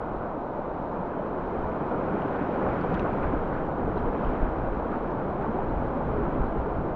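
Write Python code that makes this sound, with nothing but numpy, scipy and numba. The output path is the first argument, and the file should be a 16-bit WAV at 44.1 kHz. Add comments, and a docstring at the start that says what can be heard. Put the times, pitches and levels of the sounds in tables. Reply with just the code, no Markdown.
"""Foam roars from the start, a cloud of ringing bubbles, as a small breaking wave overtakes and carries a sea kayak.
Trapped air churns and gulps beside the hull, damped oscillations of rising pitch; spray fizzes as the crest passes.
Splashes and mist are shorter bubble clouds; drops tick on the wet housing of a microphone on the deck.
Gusts, as coloured noise, and hard eddies, as single damped pulses, buffet that microphone; surf hisses further off."""
import sys
import numpy as np
from scipy import signal
from scipy.fft import rfft, irfft, next_fast_len
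from scipy.io import wavfile
from scipy.ndimage import uniform_filter1d
from numba import njit

SR = 44100
rng = np.random.default_rng(int(sys.argv[2]) if len(sys.argv) > 2 else 0)


def store_pcm(level_fs):
    """Save levels as 16-bit WAV."""
    pcm = np.round(np.clip(level_fs, -1, 1) * 32767).astype(np.int16)
    wavfile.write(sys.argv[1], SR, np.atleast_2d(pcm).T)


N = 306495
TIME = np.arange(N) / SR

# spectrum of the surf line further off: (frequency [Hz], relative density [dB])
FAR_SURF_SPECTRUM = [(1500, -5), (2900, -5.5), (4000, -2.5), (4700, -12.5), (5800, -15), (7600, -21.5),
                     (8600, -40)]
# spectrum of the wind buffeting: (frequency [Hz], relative density [dB])
WIND_SPECTRUM = [(6, -17), (14, 0.5), (22, -2.5), (32, -7), (45, -2.5), (62, -6), (90, -8.5), (130, -13),
                 (250, -38), (600, -43.5)]
# gusts on the microphone: (time of height [s], length [s], level at height [dB])
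GUST_EVENTS = [(0.16, 0.22, -37.5), (1.43, 0.13, -39), (1.633, 0.22, -32.5), (2.68, 0.15, -33.5),
               (2.978, 0.64, -35), (3.26, 0.21, -29.5), (3.38, 0.23, -30.5), (3.557, 0.6, -36.5),
               (3.861, 0.21, -31.5), (4.03, 0.34, -32.5), (4.284, .15, -26.5), (4.45, 0.24, -29.5),
               (4.69, 0.54, -32.5), (5.738, 0.6, -32), (6.076, 0.18, -30.5), (6.22, 0.33, -30.5),
               (6.43, 0.32, -29.5), (6.6, 0.16, -31.5), (6.78, 0.18, -30.5)]
# single hard eddies: (onset [s], peak before the thump gain [dB], pitch [Hz])
THUMP_EVENTS = [(3.280, -25, 42), (3.407, -21, 52.3), (4.060, -20, 30), (4.277, -22, 42), (4.42, -15, 29.6),
                (4.693, -23, 38), (5.758, -21, 54.6), (6.403, -16.5, 48.5), (6.584, -17, 55.6)]
# drops on the housing, peaks before muffling:
# (onset [s], snap peak [dB], housing peak [dB], ping peak [dB], ping pitch [Hz])
DROP_EVENTS = [(2.2200, -60, -53, -46, 2900), (2.8115, -49, -58, -56, 4400), (2.9428, -40, -45, -46, 3000),
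               (2.9503, -48, -52, -46, 3270), (2.995, -65, -33.5, -48, 2630),
               (3.000, -73, -57, -52.5, 3880), (3.9765, -79, -70, -51, 3950), (4.249, -75, -61, -46, 2900)]
# resonances of the housing struck by a drop: (frequency [Hz], decay constant [s], relative peak [dB])
HOUSING_MODES = [(2620, 0.00061, 1.5), (3670, 0.00065, -8), (5900, .0005, -16.5)]
# fine mist off the crest and the lifting paddle blade: (time of height [s], length [s], level [dB])
MIST_EVENTS = [(3.16, .14, -88), (4.43, .12, -82)]
# spectrum of the mist: (frequency [Hz], relative density [dB])
MIST_SPECTRUM = [(3500, 4.5), (6000, -1), (8500, 1), (11500, -11), (13000, -23)]
# water slopping against the hull and off the paddle:
# (time of height [s], length [s], level [dB], bubble pitch [Hz])
SPLASH_EVENTS = [(1.08, .2, -51, 1350), (2.072, 0.17, -48, 1350), (2.21, 0.16, -51, 1610),
                 (2.374, .24, -46.5, 1400), (2.625, 0.1, -44, 1500), (2.716, .12, -45.5, 1540),
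                 (2.84, 0.1, -60, 2390), (2.967, 0.19, -45, 1500), (3.123, .14, -59.5, 2280),
                 (3.244, 0.19, -42.5, 1440), (3.563, 0.23, -42.5, 1400), (3.985, .1, -62, 2800),
                 (4.28, 0.26, -62, 2700), (4.351, 0.13, -43, 1240), (4.412, .08, -50, 1500),
                 (4.934, 0.14, -40.5, 1250), (5.436, 0.09, -44, 1380), (5.64, .14, -52, 1600),
                 (6.35, .16, -53, 1550)]
# spectrum of a splash: (multiple of its bubble pitch [1], relative density [dB])
SPLASH_SPECTRUM = [(.6, -9), (1, 6), (1.33, -2.5), (2, -19.5), (2.67, -32), (4, -47)]
# single big air pockets: (time of height [s], envelope peak [dB], pitch at height [Hz])
GULP_EVENTS = [(0.592, -22, 565), (0.615, -27, 818), (0.795, -36.5, 193), (1.004, -31, 184),
               (1.196, -22.5, 592), (2.032, -25.5, 342), (2.101, -30, 430), (2.142, -29, 204),
               (2.418, -21.5, 286), (2.664, -26, 545), (2.694, -24, 395), (2.926, -22.5, 177),
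               (3.016, -27, 210), (3.053, -21, 656), (3.145, -32, 380), (3.335, -22.5, 277),
               (3.364, -24, 307), (4.229, -27, 602), (4.313, -24, 282), (4.856, -28, 462),
               (4.969, -25.5, 236), (5.486, -23.5, 218), (5.590, -20, 753), (5.839, -29, 940),
               (6.211, -24, 380), (6.356, -23.5, 260), (6.670, -24, 427), (6.848, -26, 338)]
# fizz of the crest close by: (frequency [Hz], relative density [dB])
SPRAY_SPECTRUM = [(900, -13.5), (1250, -5), (1500, -5.5), (1900, -17.5), (2450, -20.5), (2750, -27),
                  (3050, -27), (3400, -33), (4000, -39.5), (4400, -44), (4900, -47), (5700, -49),
                  (6400, -53.5), (7900, -59.5), (8700, -82)]
# breaking crest drawing near, passing and carrying the boat: (time [s], level [dB])
CREST_LEVEL = [(0, -54.5), (0.5, -56), (1.3, -53.5), (1.9, -51.5), (2.2, -50), (2.95, -48.5), (3.3, -50),
               (3.75, -53), (4.25, -50.4), (4.7, -52.5), (5.1, -52.5), (5.5, -52.5), (6.4, -51.5),
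               (6.95, -54)]
# big air pockets churning beside the hull, before the churn gain: (time [s], level [dB])
CHURN_LEVEL = [(0, -35), (0.5, -35), (1.8, -30.5), (2.1, -27), (2.45, -29.5), (2.65, -26), (2.95, -27.5),
               (3.55, -29.5), (4.0, -28), (4.85, -31), (5.5, -29.5), (5.9, -30.0), (6.25, -27), (6.65, -30),
               (6.95, -30.5)]
# parts of the crest that topple: (time of height [s], length [s], change in roar level [dB])
TUMBLE_EVENTS = [(0.6, .14, 0), (1.16, .14, -0.5), (1.67, 0.097, 2), (1.955, 0.17, 2.5), (2.27, .3, 0.6),
                 (2.64, 0.24, 3.7), (3.06, 0.12, 2.3), (3.27, 0.11, 1.5), (4.05, 0.25, 1), (5.46, .14, 1.3),
                 (5.94, 0.23, 0.5)]
# spectrum of the whitewater through the wet housing: (frequency [Hz], relative density [dB])
WHITEWATER_SPECTRUM = [(60, -22), (110, -6.5), (150, 0), (215, 0.6), (310, 0.5), (520, -0.6), (750, -2.5),
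                       (970, -4.5), (1200, -10.5), (1480, -17.5), (1700, -29.5), (2100, -32.5),
                       (3000, -62.5)]

CREST_RIDING_DB = -53  # reference: the crest while the boat rides it
ROAR_DB, ROAR_GROWTH = -34, 0.3  # roar at that reference; dB gained per dB of the crest
SPRAY_DB, SPRAY_GROWTH = -46.5, 1.37  # the same for the spray, which carries only a short way
CHURN_GAIN_DB = -4
BREEZE_DB, BREEZE_RISE_DB_PER_S = -43.5, 1  # air between gusts, freshening as the boat gathers speed
TOP_HZ = 13500  # top of the band kept


def undb(db):
    """Logarithmic scale: decibels to amplitude gain."""
    return 10 ** (np.asarray(db) / 20)


def unit(x):
    """Power normalization: scale to rms 1."""
    return x / np.sqrt(np.mean(x ** 2))


def peak(x, db):
    """Peak normalization: scale the largest excursion to a level."""
    return undb(db) * x / np.abs(x).max()


def steady(x, span_s):
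    """Automatic gain: divide by the running rms over this span."""
    return x / np.sqrt(uniform_filter1d(x ** 2, int(span_s * SR)))


def level_over_time(table):
    """Linear interpolation of (time, level) points at every sample."""
    times, levels = np.transpose(table)
    return np.interp(TIME, times, levels)


def swell(s, length_s):
    """Raised-cosine envelope: a smooth rise and fall, 1 at time s."""
    return np.cos(np.pi * np.clip((TIME - s) / length_s, -.5, .5)) ** 2


def walk(rate):
    """Random modulation: Gaussian levels drawn at this rate [Hz], joined by slopes; rms 1."""
    hold = int(SR / rate)
    steps = np.repeat(rng.standard_normal(N // hold + 1), hold)
    return unit(uniform_filter1d(steps, hold)[:N])


def cut(x, hz, kind, order):
    """Butterworth filtering: a passband free of ripple."""
    return signal.sosfilt(signal.butter(order, hz, kind, fs=SR, output="sos"), x)


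def colour(x, points):
    """Spectral shaping by (Hz, dB) points on a log-frequency axis; rms 1."""
    hz, db = np.transpose(points)
    size = next_fast_len(N)
    bins = np.maximum(np.fft.rfftfreq(size, 1 / SR), 1)
    gain = undb(np.interp(np.log(bins), np.log(hz), db, left=-120, right=-120))
    return unit(irfft(rfft(x, size) * gain, size)[:N])


def add(out, s, sound):
    """Superposition: mix a sound in from time s."""
    start = max(int(s * SR), 0)
    out[start:start + len(sound)] += sound[:N - start]


@njit
def ring(starts, hz, cycles, sizes, glide):
    """Bubble resonance: each is a damped sine whose pitch rises as it nears the surface."""
    out = np.zeros(N)
    for k in range(len(starts)):
        first = int(starts[k] * SR)
        length = int(cycles[k] * SR / hz[k])
        size, phase = sizes[k], 0.
        fade = np.exp(-np.log(300) / length)  # falls to 1/300 over its life
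        for i in range(min(length, N - first)):
            phase += 2 * np.pi * hz[k] / SR * (1 + glide * i / length)
            size *= fade
            out[first + i] += size * np.sin(phase)
    return out


def foam(low_hz, high_hz, count, cycles, spread_db, rush_db):
    """Superposed bubble resonances of all sizes over turbulent noise; even spectrum within the band."""
    when, pitch, size, life = rng.random((count, 4)).T
    hz = low_hz * (high_hz / low_hz) ** pitch
    scatter_db = -spread_db * np.log(1 - .99 * size)
    sizes = undb(scatter_db) * hz  # the pitch factor evens the spectrum
    bubbles = ring(when * (N - 1) / SR, hz, cycles * (.5 + life), sizes, 0.21)
    rush = cut(rng.standard_normal(N), [low_hz / 2, high_hz], "bandpass", order=4)
    return unit(bubbles) + undb(rush_db) * unit(rush)


def far_surf():
    """Incoherent superposition: many small bubbles of the wave along the beach merge into a fine seethe."""
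    seethe = foam(1500, 8800, count=9000, cycles=10, spread_db=2.0, rush_db=0)
    level_db = -73 + .5 * walk(5.4) + .8 * walk(35)
    return colour(seethe, FAR_SURF_SPECTRUM) * undb(level_db)


def wind():
    """Turbulent pressure: eddies push on the microphone; gusts add in power to a light breeze."""
    eddies = steady(colour(rng.standard_normal(N), WIND_SPECTRUM), 0.067)
    breeze = undb(BREEZE_DB + BREEZE_RISE_DB_PER_S * TIME + 0.97 * walk(29))
    gust_power = sum((undb(db) * swell(s, length_s)) ** 2 for s, length_s, db in GUST_EVENTS)
    flutter = undb(0.4 * walk(16))
    return eddies * np.sqrt(breeze ** 2 + gust_power) * flutter


def thumps(decay_cycles=.35, gain_db=-3.0):
    """Heavily damped impulse response: a hard eddy shoves the microphone once and it rebounds."""
    out, t = np.zeros(N), TIME[:SR // 5]
    for s, db, hz in THUMP_EVENTS:
        shove = np.sin(2 * np.pi * hz * t) * t * np.exp(-t * hz / decay_cycles)
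        add(out, s, peak(shove, db + gain_db))
    return out


def drops(snap_hz=3400, snap_s=.0001, ping_rise_s=.0003, ping_s=0.002, muffle_hz=8000):
    """Impact excitation: a drop snaps on contact, rings the housing modes and pings in the film of water."""
    out, t = np.zeros(N), TIME[:SR // 20]
    snap = np.sin(2 * np.pi * snap_hz * t) * t * np.exp(-t / snap_s)
    knock = 0
    for hz, decay_s, db in HOUSING_MODES:
        knock = knock + peak(np.sin(2 * np.pi * hz * t) * t * np.exp(-t / decay_s), db)
    for s, snap_db, knock_db, ping_db, hz in DROP_EVENTS:
        ping_envelope = (1 - np.exp(-t / ping_rise_s)) * np.exp(-t / ping_s)
        ping = np.sin(2 * np.pi * hz * t) * ping_envelope
        add(out, s, peak(snap, snap_db) + peak(knock, knock_db) + peak(ping, ping_db))
    return cut(out, muffle_hz, "lowpass", order=4)


def mist():
    """Dense random impacts: droplets patter on the housing, drawn as a cloud of tiny damped sines."""
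    patter = foam(3500, 13000, count=4000, cycles=6, spread_db=6, rush_db=-4)
    envelope = sum(undb(db) * swell(s, length_s) for s, length_s, db in MIST_EVENTS)
    return colour(patter, MIST_SPECTRUM) * envelope


def splashes():
    """Air entrainment: each slop is a short burst of one bubble cloud, filtered around its own pitch."""
    bubbles = foam(900, 6000, count=9000, cycles=20, spread_db=4.5, rush_db=-5.0)
    out = np.zeros(N)
    for s, length_s, db, hz in SPLASH_EVENTS:
        spectrum = [(hz * multiple, gain_db) for multiple, gain_db in SPLASH_SPECTRUM]
        out += colour(bubbles, spectrum) * undb(db) * swell(s, length_s)
    return out


def gulps(rise_cycles=1.48, glide_per_s=1.5):
    """Volume resonance: large pockets of trapped air swell and ring briefly, rising in pitch."""
    out, t = np.zeros(N), TIME[:SR // 10]
    for s, db, hz in GULP_EVENTS:
        rise_s = rise_cycles / hz
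        pocket = np.sin(2 * np.pi * hz * t * (1 + glide_per_s * (t / 2 - rise_s)))
        envelope = t / rise_s * np.exp(1 - t / rise_s)  # 1 at rise_s
        add(out, s - rise_s, undb(db) * pocket * envelope)
    return out


def nearness():
    """Level difference: how far the crest stands above its riding level, in dB."""
    return level_over_time(CREST_LEVEL) - CREST_RIDING_DB


def spray():
    """High-pitched resonance of tiny bubbles: the crest fizzes, much louder when it is near."""
    fizz = foam(1036, 9000, count=20000, cycles=10, spread_db=3, rush_db=5.5)
    level_db = SPRAY_DB + SPRAY_GROWTH * nearness() + 0.15 * walk(20)
    return colour(fizz, SPRAY_SPECTRUM) * undb(level_db)


def breaker(split_hz=420):
    """Pitch falls with bubble size: small bubbles roar, surging as the wave tumbles; large pockets churn."""
    bubbles = foam(100.9, 2177, count=16000, cycles=11.7, spread_db=2.0, rush_db=1)
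    water = colour(bubbles, WHITEWATER_SPECTRUM)

    def band(kind):
        """Cascaded filters: two equal passes, so that the two bands add up to an even response."""
        once = cut(water, split_hz, kind, order=2)
        return steady(cut(once, split_hz, kind, order=2), 0.15)

    churn_db = level_over_time(CHURN_LEVEL) + CHURN_GAIN_DB + 0.69 * walk(18)
    tumbling_db = sum(db * swell(s, length_s) for s, length_s, db in TUMBLE_EVENTS)
    roar_db = ROAR_DB + ROAR_GROWTH * nearness() + tumbling_db + 0.23 * walk(14)
    return band("lowpass") * undb(churn_db) + band("highpass") * undb(roar_db)


def scene():
    """Linear superposition of wind and water at one microphone."""
    air = wind() + thumps()
    small_water = drops() + mist() + splashes() + gulps()
    wave = far_surf() + spray() + breaker()
    return (air + small_water + wave)[None]


def record(dry):
    """Band limitation: an elliptic low-pass removes everything above the top of the band."""
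    return signal.sosfilt(signal.ellip(8, .2, 70, TOP_HZ, fs=SR, output="sos"), dry)


dry = scene()
out = record(dry)
store_pcm(out)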